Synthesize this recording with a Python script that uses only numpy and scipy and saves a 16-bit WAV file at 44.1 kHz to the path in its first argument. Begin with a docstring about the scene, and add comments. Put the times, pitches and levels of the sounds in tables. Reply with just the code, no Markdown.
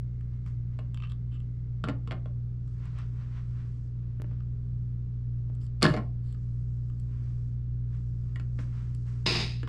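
"""Tin snips trim a plastic motorcycle fender in a small home workshop, over the hum of a motor.
Steel modes click and rub at the pivot; bites and tool knocks are played through the fender's modes.
One loud snap breaks through and the offcut clatters away; near the end a rasping stroke of dense slips.
Clothes rustle as filtered fibre slips; sines make the hum, filtered noise the rumble and hiss."""
import sys
import numpy as np
from scipy import signal
from scipy.fft import rfft, irfft, next_fast_len
from scipy.io import wavfile

SR = 44100
rng = np.random.default_rng(int(sys.argv[2]) if len(sys.argv) > 2 else 0)


def to_wav(s):
    """Save 16-bit WAV."""
    ch = np.atleast_2d(s).T  # columns
    pcm = np.round(np.clip(ch, -1, 1) * 32767)  # PCM
    wavfile.write(sys.argv[1], SR, pcm.astype(np.int16))


N = 426888
TIME = np.arange(N) / SR
BLOW = TIME[:SR // 4]   # time axis of one contact

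# Snips click at pivot and handles. Each row: start in s, favoured ring in Hz, relative level in dB,
# hardness in dB.
CLICKS = [(0.209, 1820, -71, -1), (0.462, 2340, -66.5, 2), (0.944, 3210, -59, 5.5),
          (0.973, 3000, -55.5, -10), (1.001, 2600, -58.5, -11), (1.022, 2800, -55.5, -15),
          (1.036, 2770, -53, -22), (1.071, 2790, -65, -8), (1.097, 3280, -64, 0), (1.119, 3360, -62, 1.5),
          (1.402, 3000, -67, -0.5), (2.677, 1250, -76, 8), (2.854, 1280, -71, 10),
          (2.986, 1080, -61.5, 2.5), (4.404, 1450, -67.5, -16.5), (5.55, 1050, -77, 14),
          (5.614, 4800, -75, 4), (5.665, 4610, -74, 11), (6.325, 4400, -75, 16), (6.346, 1200, -70, -6),
          (6.899, 1000, -70.5, -1), (6.998, 4700, -80, 21), (8.948, 4700, -72.5, 19)]
# Blades slide on each other. Each row: start in s, length in s, favoured ring in Hz, relative level in dB,
# hardness in dB.
SLIDES = [(1.025, 0.039, 2800, -59, -21), (1.09, .038, 3380, -68.5, -3), (1.312, 0.067, 2960, -69.5, -6),
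          (5.6, .067, 4900, -77.5, 10.5), (6.23, .13, 4400, -80.5, 8.5)]
# Steel modes of the snips. Each row: frequency in Hz, relative strength in dB, t60 in s.
SNIPS_MODES = [(1238, -1.5, 0.022), (1600, -3, 0.0075), (2175, -7.5, 0.0052), (2719, -10, 0.025),
               (3070, 1, 0.011), (3480, -4.5, 0.0066), (4500, -2, 0.0012), (5340, -9, .008),
               (7500, 2.5, 0.0082), (8060, -9, .006)]
# Snips voicing, a row each for body, edge and sparkle: offset in dB, slope in dB per dB of hardness.
SNIPS_VOICE = [(0.5, 0), (-1.5, 0.15), (-11.5, 1)]
# Plastic cracks, and the snips clack or are put down. Each row: start in s, favoured ring in Hz,
# level in dB, hardness in dB, thump level in dB.
BITES_AND_KNOCKS = [(0.789, 590, -54, 3, -52), (1.839, 1420, -40, -0.5, -31.5), (1.874, 1200, -51, -9, -41),
                    (1.885, 1240, -42.5, 3, -35), (1.895, 824, -47.5, -2, -34), (2.074, 1200, -55, 6, -44),
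                    (2.109, 3000, -43, -4, -43), (2.118, 782, -46.5, -2, -49), (2.125, 665, -51, -3, -40),
                    (2.257, 555.3, -57, -3.5, -45), (4.198, 610, -63, -9, -48), (4.242, 578, -64, -9, -52),
                    (4.311, 638, -68.5, -9.5, -52.5), (8.358, 1950, -52.5, 6.5, -59),
                    (8.397, 1550, -59, 11.5, -54), (8.588, 1600, -55, -1, -44), (9.63, 1670, -52.5, 6, -42),
                    (9.674, 1070, -50.5, 1, -58)]
# Plastic strains, the cut breaks through, the fender shudders. Each row: start in s, favoured ring in Hz,
# level in dB, hardness in dB, thump level in dB, tearing decay in s.
BREAK = [(5.812, 4430, -54, 3, -55, 0.0078), (5.821, 1180, -34, 5, -40.5, 0.0041),
         (5.8275, 4270, -34, 21.5, -26, .0017), (5.832, 2053, -33.5, 2.5, -18, 0.0092),
         (5.841, 1040, -30, 4, -26.5, 0.01), (5.852, 1678, -28, -4.5, -23, 0.0033),
         (5.8637, 3908, -35, -1.5, -29, 0.00065), (5.876, 640, -39, 5.5, -26.5, 0.042)]
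# Offcut lands and tumbles. Each row: start in s, favoured ring in Hz, level in dB, hardness in dB,
# thump level in dB.
LANDINGS = [(5.938, 640, -39.5, -5, -33), (5.964, 1825, -49, 4, -40), (5.972, 580, -40.5, -12.5, -31)]
# One brief dull tick a third of a second before the snap: start in s, frequency in Hz, level in dB, t60 in s.
DULL_TICK = (5.5, 79.5, -19.5, 0.0044)
# Plastic modes of the fender. Each row: frequency in Hz, relative strength in dB, t60 in s.
FENDER_MODES = [(147, 4.5, 0.059), (216, 0.5, 0.048), (270, 0, 0.062), (444, -6.5, 0.037), (640, -4, 0.015),
                (1035, -1, 0.0083), (1180, -4.5, 0.0097), (1395, -4.5, 0.0098), (1750, -11.5, 0.012),
                (2130, -7.5, 0.011), (2563, -9.5, .012), (2844, -2, 0.015), (3302, -5, 0.02),
                (4340, -7.5, 0.01), (4960, -14.5, .01), (7100, 1, .005), (7960, -9.5, 0.019)]
# Fender voicing, a row each for body, edge and sparkle: offset in dB, slope in dB per dB of hardness.
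FENDER_VOICE = [(0, 0), (-4.5, 0.4937), (-22, 1)]
# Thump, body, edge and sparkle. Each row: low edge in Hz, high edge in Hz, filter order.
REGISTERS = [(90, 470, 3), (550, 2400, 3), (2400, 4900, 3), (6700, 10600, 2)]
# Rasp spectrum at the edge. Each row: frequency in Hz, relative density in dB per Hz.
RASP_SPECTRUM = [(900, -16), (1500, -13), (2000, -3), (2650, 1.5), (3250, -6), (3800, 1.5), (4400, -3),
                 (5050, 4), (5700, -16), (6500, -13.5), (7400, -22.5), (8700, -22), (10000, -35.5),
                 (15500, -47)]
# Panel drone spectrum under the rasp. Each row: frequency in Hz, relative density in dB per Hz.
DRONE_SPECTRUM = [(88, -30), (150, 3.5), (178, 1.5), (254, -8), (373, -3.5), (538, -20), (624, -16),
                  (995, -12), (1180, -20.5), (1600, -28), (2080, -48), (3520, -120)]
# Edge catches during the stroke. Each row: time in s, extra level in dB.
CATCHES = [(9.265, 8), (9.311, 5)]
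# Sleeve or trouser leg brushes past. Each row: peak time in s, swell in s, fade in s, rustle level in dB,
# hiss level in dB.
BRUSHES = [(.34, 0.035, 0.048, -71, -87), (.475, 0.0136, 0.038, -62.5, -72.5),
           (.74, .05, 0.12, -73.5, -89.5), (2.865, 0.06, 0.049, -59, -84.5), (3.0, .04, 0.037, -53, -76),
           (3.22, 0.072, .05, -61.5, -86), (3.38, 0.079, 0.0436, -58.5, -80), (3.6, 0.091, 0.095, -63, -85),
           (4.06, 0.12, 0.102, -75.5, -93), (4.32, 0.14, 0.08, -71, -91.5), (7.14, 0.055, .14, -68.5, -88),
           (7.26, 0.074, 0.17, -70.5, -79.5), (7.95, .035, .05, -65, -81.5), (8.3, 0.11, 0.101, -72.5, -88),
           (8.591, 0.00426, .05, -53.5, -65.5), (8.78, 0.088, 0.1073, -60.5, -78),
           (9.07, .012, .14, -62, -73)]
# Soft fabric hiss while the worker moves. Each row: start in s, end in s, level in dB.
MOVES = [(2.654, 3.9, -81.5), (6.35, 7.55, -83), (7.9, 8.55, -82), (8.55, 9.26, -77.5)]
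# Fabric rustle spectrum. Each row: frequency in Hz, relative density in dB per Hz.
RUSTLE_SPECTRUM = [(350, -40), (600, -6.5), (841, -9.5), (1020, -1), (1350, -2), (1830, -6), (2200, -8),
                   (2800, -11.5), (6000, -23.5), (7800, -55), (13200, -120)]
# Fabric hiss spectrum. Each row: frequency in Hz, relative density in dB per Hz.
HISS_SPECTRUM = [(3000, -14), (4800, 2), (6300, -0.5), (8200, -2.5), (9800, -16), (12000, -20.5),
                 (15000, -31.5)]
# Mains orders of the motor. Each row: multiple of the mains frequency, relative level in dB.
MAINS_ORDERS = [(2, -32.5), (4, -60)]
# Rotor orders of the motor. Each row: multiple of the rotor frequency, relative level in dB.
ROTOR_ORDERS = [(.295, -49.5), (.48, -51), (1, -38.5), (1.999, -55), (3, -54.5), (5, -66.5), (7, -70)]
# Hum level curve. Each row: time in s, gain in dB.
HUM_GAIN = [(0, -2), (4.2, -2.5), (4.45, -1), (9.2, -0.33), (9.68, -1.5)]
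# Room rumble spectrum. Each row: frequency in Hz, relative density in dB per Hz.
RUMBLE_SPECTRUM = [(20, -12), (50, -2), (80, 4), (160, 0), (220, -12), (300, -18.5), (400, -23), (600, -34),
                   (1200, -74.5)]
# Still-air spectrum. Each row: frequency in Hz, relative density in dB per Hz.
AIR_SPECTRUM = [(600, -8), (850, -11), (1300, -9), (2200, -17.5), (3200, -20.5), (4500, -21), (6000, -25),
                (7500, -28.5), (9500, -44), (14000, -50)]
# Faint narrow hiss. Each row: start in s, end in s, centre in Hz, level in dB.
# A row that ends before it starts stays silent.
WHINES = [(0, 2.3, 2098, -85), (4.25, 4.2, 4420, -93)]
# Room decay. Each row: frequency in Hz, t60 in s.
ROOM_T60 = [(150, 0.29), (500, 0.29), (1400, 0.19), (4500, 0.14), (8000, 0.11), (14000, 0.1)]

BITE_TEAR_S, LANDING_TEAR_S = 0.0049, 0.0052   # decay constants
REBOUND_S, REBOUND_LOSS_DB = 0.011, 10
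RING_LIFT_DB = 4.5
STROKE_START_S, STROKE_ATTACK_S, STROKE_HOLD_S = 9.258, 0.0044, 0.15
STROKE_DB, STROKE_SAG_DB_PER_S, STROKE_RELEASE_DB_PER_S = -29, 22.5, 118
DRONE_DB, DRONE_RELEASE_DB_PER_S = -6.5, 90   # relative to the scrape
CATCH_S = 0.0024
MOVE_FADE_S = 0.055
MAINS_HZ, ROTOR_HZ = 60, 59.2
RUMBLE_DB, AIR_DB = -45.5, -73
TICK_S, TICK_DB = 4.2195, -31.5
CUTOFF_HZ = 15600


def snips():
    """Loose steel parts click; the blades stick and slip as they pass each other."""
    out = np.zeros(N)
    for s, hz, db, hardness_db in CLICKS:
        jolts = shower(tear_s=0.0022, splinter=0.24)
        click = signal.fftconvolve(jolts, ringing(SNIPS_MODES, crack=2.0))[:len(BLOW)]
        levels_db = register_levels(SNIPS_VOICE, hz, db, hardness_db)
        add(out, s, voiced(favoured(click, hz, width_hz=390, boost_db=9), levels_db, span_s=0.0074))
    for s, length_s, hz, db, hardness_db in SLIDES:
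        stroke = np.sqrt(np.sin(np.pi * np.minimum(BLOW / length_s, 1)).clip(0))
        slips = stroke * grains(per_s=4800, spread_db=-0.5, size=len(BLOW))
        scrape = signal.fftconvolve(slips, ringing(SNIPS_MODES, crack=4.5))
        levels_db = register_levels(SNIPS_VOICE, hz, db, hardness_db)
        add(out, s, voiced(favoured(scrape, hz, width_hz=490, boost_db=14.0), levels_db, span_s=length_s))
    return out


def nibbles():
    """Short bites and broad tool knocks, all played through the fender's modes."""
    rows = [(*contact, BITE_TEAR_S) for contact in BITES_AND_KNOCKS]
    return fractures(rows, splinter=0.22, boost_db=3.5, contact_hz=3230)


def breakthrough():
    """A brief dull tick; then the cut snaps in a run of cracks and the offcut clatters."""
    out = fractures([*BREAK, *bounces()], splinter=0.42, boost_db=6, contact_hz=13990)
    s, hz, db, t60_s = DULL_TICK
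    decay = np.exp(-np.log(1000) * BLOW / t60_s)
    add(out, s, from_db(db) * np.sin(2 * np.pi * hz * BLOW) * decay)
    return out


def bounces():
    """Each landing of the offcut and one weaker rebound."""
    rows = []
    for s, hz, db, hardness_db, thump_db in LANDINGS:
        for k in range(2):
            loss_db = k * REBOUND_LOSS_DB
            rows.append((s + k * REBOUND_S, hz, db - loss_db, hardness_db, thump_db - loss_db, LANDING_TEAR_S))
    return rows


def fractures(rows, splinter, boost_db, contact_hz):
    """Each contact rings the fender's modes; a lower contact_hz rounds off the blow."""
    out = np.zeros(N)
    rounding = signal.butter(2, contact_hz, fs=SR, output="sos")
    for s, hz, db, hardness_db, thump_db, tear_s in rows:
        jolts = signal.sosfilt(rounding, shower(tear_s, splinter) + 1e-18)
        sound = signal.fftconvolve(jolts, ringing(FENDER_MODES, crack=3.4))[:len(BLOW)]
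        levels_db = [thump_db] + register_levels(FENDER_VOICE, hz, db, hardness_db)
        add(out, s, voiced(favoured(sound, hz, 0.14 * hz, boost_db), levels_db, span_s=0.013))
    return out


def shower(tear_s, splinter):
    """A contact gives way: small slips lead within a millisecond to one jolt, then die out."""
    lead = SR // 1000
    swell = np.minimum(np.arange(len(BLOW)) / lead, 1) ** 2
    slips = grains(per_s=9000, spread_db=2.5, size=len(BLOW))
    jolts = splinter * swell * slips * np.exp(-BLOW / tear_s)
    jolts[lead] = 1
    return jolts


def ringing(modes, crack):
    """One blow: damped modes of randomly varied strength, plus the bare contact click."""
    hz, db, t60_s = np.transpose(modes)[:, :, None]
    strength = from_db(db + 2 * rng.standard_normal(hz.shape))
    decay = np.exp(-np.log(1000) * BLOW / t60_s)
    ring = np.sum(strength * decay * np.cos(2 * np.pi * hz * BLOW), axis=0)
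    ring[0] += crack
    return ring


def favoured(sound, hz, width_hz, boost_db):
    """The point of contact favours one resonance: a two-pole peak is added."""
    r = np.exp(-np.pi * width_hz / SR)
    zeros = (1 - r * r) / 2 * np.array([1, 0, -1])
    poles = [1, -2 * r * np.cos(2 * np.pi * hz / SR), r * r]
    return sound + from_db(boost_db) * signal.lfilter(zeros, poles, sound + 1e-18)


def register_levels(voice, hz, db, hardness_db):
    """A harder contact has more treble; the register of its favoured ring is lifted."""
    levels_db = []
    for (base_db, slope), (low, high, order) in zip(voice, REGISTERS[-len(voice):]):
        levels_db.append(db + base_db + slope * hardness_db + RING_LIFT_DB * (low < hz < high))
    return levels_db


def voiced(sound, levels_db, span_s):
    """Set the energy of each register over span_s; three levels leave out the thump."""
    out = 0
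    for db, (low, high, order) in zip(levels_db, REGISTERS[-len(levels_db):]):
        part = band(sound, low, high, order=order)
        out = out + from_db(db) * part / np.sqrt(np.sum(part ** 2) / (span_s * SR) + 1e-20)
    return out


def rasp():
    """Dense, uneven slips along the cut edge; the panel's drone beneath fades sooner on lift-off."""
    age_s = np.maximum(TIME - STROKE_START_S, 0)
    lifted_s = np.maximum(age_s - STROKE_HOLD_S, 0)
    level_db = STROKE_DB - STROKE_SAG_DB_PER_S * age_s - STROKE_RELEASE_DB_PER_S * lifted_s
    level_db += sum(db * np.exp(-((TIME - s) / CATCH_S) ** 2) for s, db in CATCHES)
    slips = grains(per_s=12000, spread_db=2) * from_db(1.5 * drift(180))
    drone_gain = from_db(DRONE_DB - DRONE_RELEASE_DB_PER_S * lifted_s)
    scrape = coloured(slips, RASP_SPECTRUM) + drone_gain * coloured(slips, DRONE_SPECTRUM)
    return np.minimum(age_s / STROKE_ATTACK_S, 1) * from_db(level_db) * scrape


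def clothes():
    """Fabric on fabric: countless fibre slips, swelling and fading with each brush."""
    rustle = coloured(grains(per_s=17000, spread_db=3.0), RUSTLE_SPECTRUM)
    hiss = coloured(grains(per_s=7000, spread_db=4.0), HISS_SPECTRUM)
    moving = np.zeros(N)
    for start, end, db in MOVES:
        inside_s = np.minimum(TIME - start, end - TIME)
        moving += from_db(db) * np.clip(0.5 + inside_s / MOVE_FADE_S, 0, 1)
    rustle_power, hiss_power = np.zeros(N), moving ** 2
    for s, swell_s, fade_s, rustle_db, hiss_db in BRUSHES:
        distance = np.maximum((s - TIME) / swell_s, (TIME - s) / fade_s)
        brush = np.exp(-np.minimum(distance, 20))
        rustle_power += (from_db(rustle_db) * brush) ** 2
        hiss_power += (from_db(hiss_db) * brush) ** 2
    return np.sqrt(rustle_power) * rustle + np.sqrt(hiss_power) * hiss


def motor():
    """Magnetic hum beats slowly against the orders of the slightly slower rotor."""
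    out = np.zeros(N)
    groups = [(MAINS_HZ, MAINS_ORDERS, 0.3), (ROTOR_HZ, ROTOR_ORDERS, 0.6)]
    for base_hz, orders, waver_db in groups:
        turns = base_hz * TIME + 0.03 * drift(0.63)
        for multiple, db in orders:
            level = np.sqrt(2) * from_db(db + waver_db * drift(4.5))
            out += level * np.sin(2 * np.pi * (multiple * turns + rng.random()))
    gain_s, gain_db = np.transpose(HUM_GAIN)
    return out * from_db(np.interp(TIME, gain_s, gain_db))


def air():
    """Low rumble and soft hiss of the room as filtered noise, with gated narrow hiss."""
    out = from_db(RUMBLE_DB) * coloured(rng.standard_normal(N), RUMBLE_SPECTRUM)
    out += from_db(AIR_DB) * coloured(rng.standard_normal(N), AIR_SPECTRUM)
    for start, end, hz, db in WHINES:
        whine = rms_one(band(rng.standard_normal(N), hz - 90, hz + 90))
        out += from_db(db) * whine * ((TIME > start) & (TIME < end))
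    return out


def tick():
    """A single dry tick: one exponential pulse, no ring."""
    out = np.zeros(N)
    add(out, TICK_S, from_db(TICK_DB) * np.exp(-BLOW / 0.0006))
    return out


def workshop():
    """Echo of a cluttered room: diffuse, building up, dying sooner in the treble; unit energy."""
    t = TIME[:SR * 3 // 5]
    edges_hz = np.geomspace(70, 16000, 12)
    echo = np.zeros(len(t))
    for low, high in zip(edges_hz, edges_hz[1:]):
        hz = np.sqrt(low * high)
        noise = rms_one(band(rng.standard_normal(len(t)), low, high)) * np.sqrt(high - low)
        decay = np.exp(-np.log(1000) * t / at_hz(ROOM_T60, hz))
        echo += noise * decay / np.hypot(1, hz / 6500)   # softer treble
    echo *= 1 - np.exp(-(t / 0.006) ** 2)
    return echo / np.sqrt(np.sum(echo ** 2))


def grains(per_s, spread_db, size=N):
    """Tiny slips at random moments, of random sign and exponentially spread dB size."""
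    size_db = spread_db * np.minimum(rng.exponential(1, size), 4)
    slips = from_db(size_db) * rng.choice([-1, 1], size)
    return slips * (rng.random(size) < per_s / SR)


def drift(rate_hz):
    """Slow wander: unit-normal knots at rate_hz, joined by lines."""
    knots = rng.standard_normal(2000)
    return np.interp(TIME * rate_hz, np.arange(len(knots)), knots)


def coloured(x, spectrum):
    """Give a steady texture a spectrum; rms 1."""
    size = next_fast_len(len(x))
    hz = np.arange(size // 2 + 1) * SR / size
    shaped = irfft(rfft(x, size) * from_db(at_hz(spectrum, hz)), size)
    return rms_one(shaped[:len(x)])


def band(x, low, high, order=2):
    """Causal Butterworth band-pass."""
    sos = signal.butter(order, [low, high], "band", fs=SR, output="sos")
    return signal.sosfilt(sos, x + 1e-18)


def at_hz(points, hz):
    """Read a table on a log-frequency axis."""
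    f, value = np.transpose(points)
    return np.interp(np.log(np.maximum(hz, 1)), np.log(f), value)


def from_db(db):
    """Decibels to gain."""
    return 10 ** (np.asarray(db) / 20)


def rms_one(x):
    """Scale to rms 1."""
    return x / np.sqrt(np.mean(x ** 2) + 1e-20)


def add(track, s, sound):
    """Mix a sound into a track at s seconds."""
    at = int(s * SR)
    track[at:at + len(sound)] += sound[:max(N - at, 0)]


def scene():
    """Mix to one channel; tool and plastic sounds each send a share to the room."""
    # sound, room send in dB
    sources = [(from_db(2.0) * snips(), -12), (nibbles(), -11.5), (breakthrough(), -11), (rasp(), -13)]
    direct = sum(sound for sound, wet_db in sources)
    send = sum(from_db(wet_db) * sound for sound, wet_db in sources)
    echo = signal.fftconvolve(send, workshop())[:N]
    return (direct + echo + clothes() + motor() + air() + tick())[None]


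def record(dry):
    """Steep elliptic low-pass at the top of the band."""
    sos = signal.ellip(10, 0.1, 80, CUTOFF_HZ, fs=SR, output="sos")
    return signal.sosfilt(sos, dry)


dry = scene()
out = record(dry)
to_wav(out)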